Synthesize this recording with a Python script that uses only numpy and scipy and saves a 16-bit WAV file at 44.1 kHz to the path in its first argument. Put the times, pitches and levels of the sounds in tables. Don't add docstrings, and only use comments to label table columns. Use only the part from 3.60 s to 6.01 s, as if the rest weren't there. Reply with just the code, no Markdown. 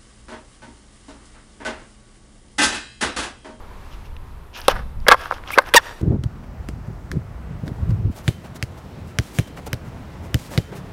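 import sys
import numpy as np
from scipy import signal
from scipy.fft import rfft, irfft
from scipy.io import wavfile
from scipy.ndimage import uniform_filter1d

SR = 44100
rng = np.random.default_rng(int(sys.argv[2]) if len(sys.argv) > 2 else 0)


def wav_record(signal):
    frames = np.transpose(np.atleast_2d(signal))
    bounded = np.clip(frames, -1, 1)
    quanta = np.round(bounded * 32767).astype(np.int16)
    wavfile.write(sys.argv[1], SR, quanta)


def gain_from_db(level_db):
    decades = np.asarray(level_db, float) / 20
    return 10 ** decades


N = 106325


def colour(x, points):
    p = np.array(points, float)
    freqs = np.maximum(np.arange(len(x) // 2 + 1) * SR / len(x), 1)
    db = np.interp(np.log(freqs), np.log(p[:, 0]), p[:, 1], left=p[0, 1] - 30, right=p[-1, 1] - 30)
    y = irfft(rfft(x) * gain_from_db(db), len(x))
    return y / np.sqrt(np.mean(y ** 2))


def curve(points, col=1):
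    p = np.array(points, float)
    return np.interp(np.arange(N) / SR, p[:, 0], p[:, col])


def walk(rate):
    hold = int(SR / rate)
    steps = np.repeat(rng.standard_normal(N // hold + 1), hold)
    return 0.75 * uniform_filter1d(uniform_filter1d(steps, hold), hold)[:N]


def add(out, s, x):
    i = max(int(s * SR), 0)
    out[i:i + len(x)] += x[:N - i]


# frequency in Hz, relative level in dB.
SIZZLE_SPECTRUM = [(6000, -17), (8000, -6.5), (10500, -1.5), (14000, -4), (16500, -14)]
HISS_DB = -67.5


def input_hiss():
    return gain_from_db(HISS_DB) * colour(rng.standard_normal(N), SIZZLE_SPECTRUM)


# frequency in Hz, relative level in dB.
WIND_SPECTRUM = [(15, 10.5), (33, 1), (70, -0.5), (111, -9.5), (250, -22), (320, -77)]
# time in seconds, level in dB before the random wavering.
GUST_LEVELS = [(0, -38.5), (.8, -34.5), (.94, -46), (1.06, -38.5), (1.14, -26), (1.3, -32), (1.4, -26),
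               (1.57, -36.5), (1.9, -41), (2.41, -42)]


def wind():
    noise = colour(rng.standard_normal(N), WIND_SPECTRUM)
    return noise * gain_from_db(curve(GUST_LEVELS) + 2.3 * walk(12.4))


# frequency in Hz, relative level in dB.
ROLL_SPECTRUM = [(76, -3.5), (130, -11.5), (237, -15.5), (391, -14.5), (699, -18), (982, -13.5),
                 (1590, -22), (15600, -50.5)]
# time in seconds, level in dB before the random wavering.
ROLL_LEVELS = [(0, -43.5), (.6, -47.5), (1.4, -48.5), (1.85, -43.5), (2.41, -43)]


def rolling():
    noise = colour(rng.standard_normal(N), ROLL_SPECTRUM)
    low = signal.sosfiltfilt(signal.butter(2, 1600, fs=SR, output="sos"), noise)
    high = noise - low
    wavering = low * gain_from_db(1.2 * walk(22.3)) + high * gain_from_db(2.4 * walk(13.5))
    return gain_from_db(curve(ROLL_LEVELS)) * wavering


ECHO_PEAK_S, ECHO_T60_S, ECHO_DB = 0.1, 0.58, -33


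def echo(x):
    t = np.arange(SR // 2) / SR
    noise = colour(rng.standard_normal(len(t)), [(200, -2), (15000, -2)])
    swell = np.minimum(t / ECHO_PEAK_S, 1) ** 2
    tail = noise * swell * 1000. ** (-t / ECHO_T60_S)
    tail = tail / np.sqrt(np.sum(tail ** 2))
    return gain_from_db(ECHO_DB) * signal.fftconvolve(x, tail)[:N]


# frequency in Hz, relative level in dB.
GRIP_SPECTRUM = [(1700, -22), (2500, 0), (3100, -1), (4300, -12), (5400, -8), (6600, -16), (8000, -30)]
CREAK_START_S, CREAK_LENGTH_S, CREAK_DB = .928, .05, -41
CREAK_FROM_HZ, CREAK_TO_HZ = 270, 800


def creak():
    out, u = np.zeros(N), np.linspace(0, 1, int(CREAK_LENGTH_S * SR))
    rate_hz = (CREAK_FROM_HZ + (CREAK_TO_HZ - CREAK_FROM_HZ) * u) * gain_from_db(walk(330)[:len(u)])
    turns = np.cumsum(rate_hz) / SR
    pulses = np.diff(np.floor(turns + .9), prepend=0)
    slips = pulses * gain_from_db(2 * rng.standard_normal(len(u)))
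    add(out, CREAK_START_S, gain_from_db(CREAK_DB) * colour(slips, GRIP_SPECTRUM) * np.sin(np.pi * u))
    return out


# start in seconds, level in dB, centre frequency in Hz.
GRIT_TICKS = [(0.566, -30.5, 2980), (0.966, -29, 1520), (.977, -37, 12500), (.989, -40, 11000),
              (1.006, -32, 11500), (1.016, -28, 4870), (1.039, -49, 9000), (1.054, -41, 3300),
              (1.402, -43, 4500), (1.612, -28.5, 4500), (1.658, -18, 1300), (1.783, -29, 1340),
              (1.838, -27, 1470), (1.876, -27, 2880)]
TICK_DECAY_S, TICK_WIDTH = 0.0013, 0.94


def ticks():
    out, t = np.zeros(N), np.arange(800) / SR
    noises = rng.standard_normal((len(GRIT_TICKS), len(t)))
    envelope = np.exp(-t / TICK_DECAY_S) * np.minimum(t * SR / 10, 1)
    for (s, db, hz), noise in zip(GRIT_TICKS, noises):
        band = colour(noise, [(hz / 2, -20), (hz * TICK_WIDTH, 0), (hz / TICK_WIDTH, 0), (hz * 2, -24)])
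        add(out, s, gain_from_db(db) * band * envelope)
    return out


# start in seconds, length in seconds, first frequency in Hz, last frequency in Hz,
# level in dB before the random flicker.
RUBBER_CHIRPS = [(1.7111, 0.002, 1140, 1130, 1), (1.927, 0.0233, 1954, 2680, -20)]


def chirps():
    out = np.zeros(N)
    for s, length, from_hz, to_hz, db in RUBBER_CHIRPS:
        u = np.linspace(0, 1, int(length * SR))
        phase = 2 * np.pi * np.cumsum(from_hz + (to_hz - from_hz) * u) / SR
        flicker = gain_from_db(3.9 * walk(560)[:len(u)])
        add(out, s, gain_from_db(db) * np.sin(np.pi * u) ** 2 * np.sin(phase) * flicker)
    return out


# frequency in Hz, relative level in dB.
RATTLE_SPECTRUM = [(250, -9.5), (450, -5), (1150, -1.5), (1700, -1.5), (2500, -18.5), (5800, -25)]
# start in seconds, length in seconds, share of the length spent swelling,
# then levels in dB of the grip tape, deck and treble layers before their random flicker.
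NOISY_SWELLS = [(0.295, 0.073, 0.58, -51, -61, -66), (0.433, 0.054, .5, -55.5, -68.5, -69),
                (0.943, 0.062, 0.46, -37.5, -40, -54), (0.976, 0.25, 0.13, -46.5, -44.5, -56.5),
                (1.084, 0.042, 0.24, -26.5, -25.5, -39), (1.099, 0.15, 0.15, -73, -33, -69),
                (1.464, 0.091, 0.65, -35, -18.5, -44), (1.558, 0.15, 0.47, -44, -36, -53.5),
                (1.701, 0.097, 0.11, -45, -40, -58), (1.855, 0.065, 0.62, -41, -38, -62),
                (1.905, 0.06, 0.55, -35, -40, -41.5), (1.945, 0.11, 0.36, -66, -31.5, -55.5),
                (2.048, 0.052, 0.87, -41.5, -36, -49.5), (2.171, 0.036, 0.18, -41, -24, -55),
                (2.202, 0.15, 0.53, -48, -39.5, -69)]
GRAINS_PER_S, GRAIN_SPREAD_DB = 4500, 3.5


def noise_grains():
    hits = rng.random(N) < GRAINS_PER_S / SR
    signs = rng.choice([-1, 1], N)
    return hits * signs * gain_from_db(GRAIN_SPREAD_DB * np.minimum(rng.exponential(size=N), 6.5))


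def noisy_swells():
    out = np.zeros(N)
    spectra = (GRIP_SPECTRUM, RATTLE_SPECTRUM, SIZZLE_SPECTRUM)
    layers = [colour(noise_grains(), spectrum) * gain_from_db(2.84 * walk(120)) for spectrum in spectra]
    for s, length, swell, *dbs in NOISY_SWELLS:
        i, u = max(int(s * SR), 0), np.linspace(0, 1, int(length * SR))
        peak = np.clip(swell, .05, .9)
        env = np.sin(np.pi / 2 * np.minimum(u / peak, (1 - u) / (1 - peak)))[:N - i]
        mix = sum(gain_from_db(db) * layer[i:i + len(env)] for db, layer in zip(dbs, layers))
        add(out, s, env * mix)
    return out


# time in seconds, slip rate in Hz before jitter, level in dB.
SQUEAL_COURSE = [(2.156, 952.4, -31), (2.161, 935, -7.5), (2.170, 933, -0.5), (2.181, 877, -6.5),
                 (2.188, 865, -39)]
# early level in dB, late level in dB, before any flicker.
SQUEAL_PARTIALS = [(2, -6), (-10, 2), (-11, -15), (-12, -7), (-11, -21), (-7, -20), (-15, -25), (-17, -22),
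                   (-13, -24)]
SQUEAL_TURNS_S, SQUEAL_JITTER = 2.1695, .035
SQUEAL_HISS_DB, SQUEAL_FLICKER_DB = -3, 5


def squeal():
    t = np.arange(N) / SR
    rate_hz = curve(SQUEAL_COURSE) * (1 + SQUEAL_JITTER * walk(900))
    phase = 2 * np.pi * np.cumsum(rate_hz) / SR
    late = np.clip((t - SQUEAL_TURNS_S) / 0.0056 + .5, 0, 1)
    start_phase = 2 * np.pi * rng.random(len(SQUEAL_PARTIALS))
    stack = np.zeros(N)
    for k, (early_db, late_db) in enumerate(SQUEAL_PARTIALS):
        flicker_db = SQUEAL_FLICKER_DB * min(k / 2, 1) * walk(300)
        level = gain_from_db(early_db + (late_db - early_db) * late + flicker_db)
        stack += level * np.sin((k + 1) * phase + start_phase[k])
    noise = colour(rng.standard_normal(N), [(1500, 9.5), (16000, -6.0)])
    hiss = gain_from_db(SQUEAL_HISS_DB - 12 * late) * noise
    sounding = (t > SQUEAL_COURSE[0][0]) * (t < SQUEAL_COURSE[-1][0])
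    return gain_from_db(curve(SQUEAL_COURSE, col=2)) * (stack + hiss) * sounding


# frequency in Hz, relative level in dB, before random scatter.
DECK_MODES = [(390, -13), (515, 3.5), (580, -2.5), (775, -1.5), (920, -2.5), (1085, 1.5), (1200, 0.5),
              (1300, -1.5), (1630, 0), (2090, -1), (2630, -8), (3350, -2), (4700, -5.5)]
# start in seconds, ringing level in dB, centre frequency in Hz,
# crack level in dB.
DECK_BLOWS = [(1.0818, -16.5, 2200, -1.5), (1.0826, -3.5, 690, -42), (1.4664, -19.5, 1480, -43),
              (1.4834, -4.5, 2280, 0.5), (1.4867, -2, 970, -7), (1.502, -15, 1220, -29),
              (1.5074, -18, 1220, -28), (1.5138, -0.5, 1090, -8.5), (1.519, 1, 1290, -14),
              (1.524, -7.5, 1090, -16), (1.533, -14.5, 1360, -31), (1.5389, -18.5, 1020, -28),
              (1.5436, -12.5, 1170, -33), (1.723, -22, 950, -38), (1.904, -24.5, 1750, -35),
              (1.9768, -6.5, 980, -28), (1.9844, 0, 1240, -7), (1.989, -12, 630, -25),
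              (2.0027, -31.5, 1470, -43), (2.1386, -10.5, 1640, -7.5), (2.1431, -17.5, 1800, -2.5),
              (2.1467, -6, 616, -8.5), (2.154, -11.5, 1480, -6)]
# frequency in Hz, relative level in dB.
CRACK_SPECTRUM = [(880, -13), (1500, 1.5), (4580, -4), (7000, -21.5), (9500, -13), (15600, -22.5)]
MODE_SCATTER_DB, MODE_DETUNE = 2.5, 0.026
DECK_T60_S, T60_SLOPE = 0.029, -0.42
FOCUS_DB_PER_OCT2 = 5.5
CHATTER_DECAY_S, CRACK_DECAY_S = 0.00028, 0.0022


def blows():
    out, t = np.zeros(N), np.arange(4000) / SR
    hz, db = np.array(DECK_MODES, float).T[:, :, None]
    decay = 1000. ** (-t / (DECK_T60_S * (hz / 1000) ** T60_SLOPE))
    chance = rng.standard_normal((len(DECK_BLOWS), 3, len(DECK_MODES), 1))
    chatter = rng.standard_normal((len(DECK_BLOWS), 300)) * np.exp(-t[:300] / CHATTER_DECAY_S)
    noise = colour(rng.standard_normal(N), CRACK_SPECTRUM)
    crack_env = np.exp(-t / CRACK_DECAY_S) * np.minimum(t * SR / 8, 1)
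    for blow, (scatter, detune, sign), push in zip(DECK_BLOWS, chance, chatter):
        s, level_db, centre_hz, crack_db = blow
        focus_db = FOCUS_DB_PER_OCT2 * np.log2(hz / centre_hz) ** 2
        gain = np.sign(sign) * gain_from_db(db + MODE_SCATTER_DB * scatter - focus_db)
        tones = np.sin(2 * np.pi * hz * (1 + MODE_DETUNE * detune) * t)
        ring = np.convolve(np.sum(gain * tones * decay, axis=0), push)
        add(out, s, gain_from_db(level_db) * ring / np.sqrt(np.mean(ring[:300] ** 2)))
        i = int(s * SR)
        add(out, s, gain_from_db(crack_db) * noise[i:i + len(t)] * crack_env)
    return out


BOARD_LOW_HZ = 320


def scene():
    highpass = signal.butter(2, BOARD_LOW_HZ, "high", fs=SR, output="sos")
    board = signal.sosfilt(highpass, blows() + ticks() + chirps()) + squeal()
    grains_and_creak = noisy_swells() + creak()
    background = rolling() + wind() + input_hiss()
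    return (board + echo(board) + grains_and_creak + background)[None]


CLIP_KNEE = 7.0


def low_pass(x):
    return signal.sosfilt(signal.butter(12, 15700, fs=SR, output="sos"), x)


def record(dry):
    clipped = dry / (1 + np.abs(dry) ** CLIP_KNEE) ** (1 / CLIP_KNEE)
    return low_pass(clipped)


dry = scene()
out = record(dry)
wav_record(out)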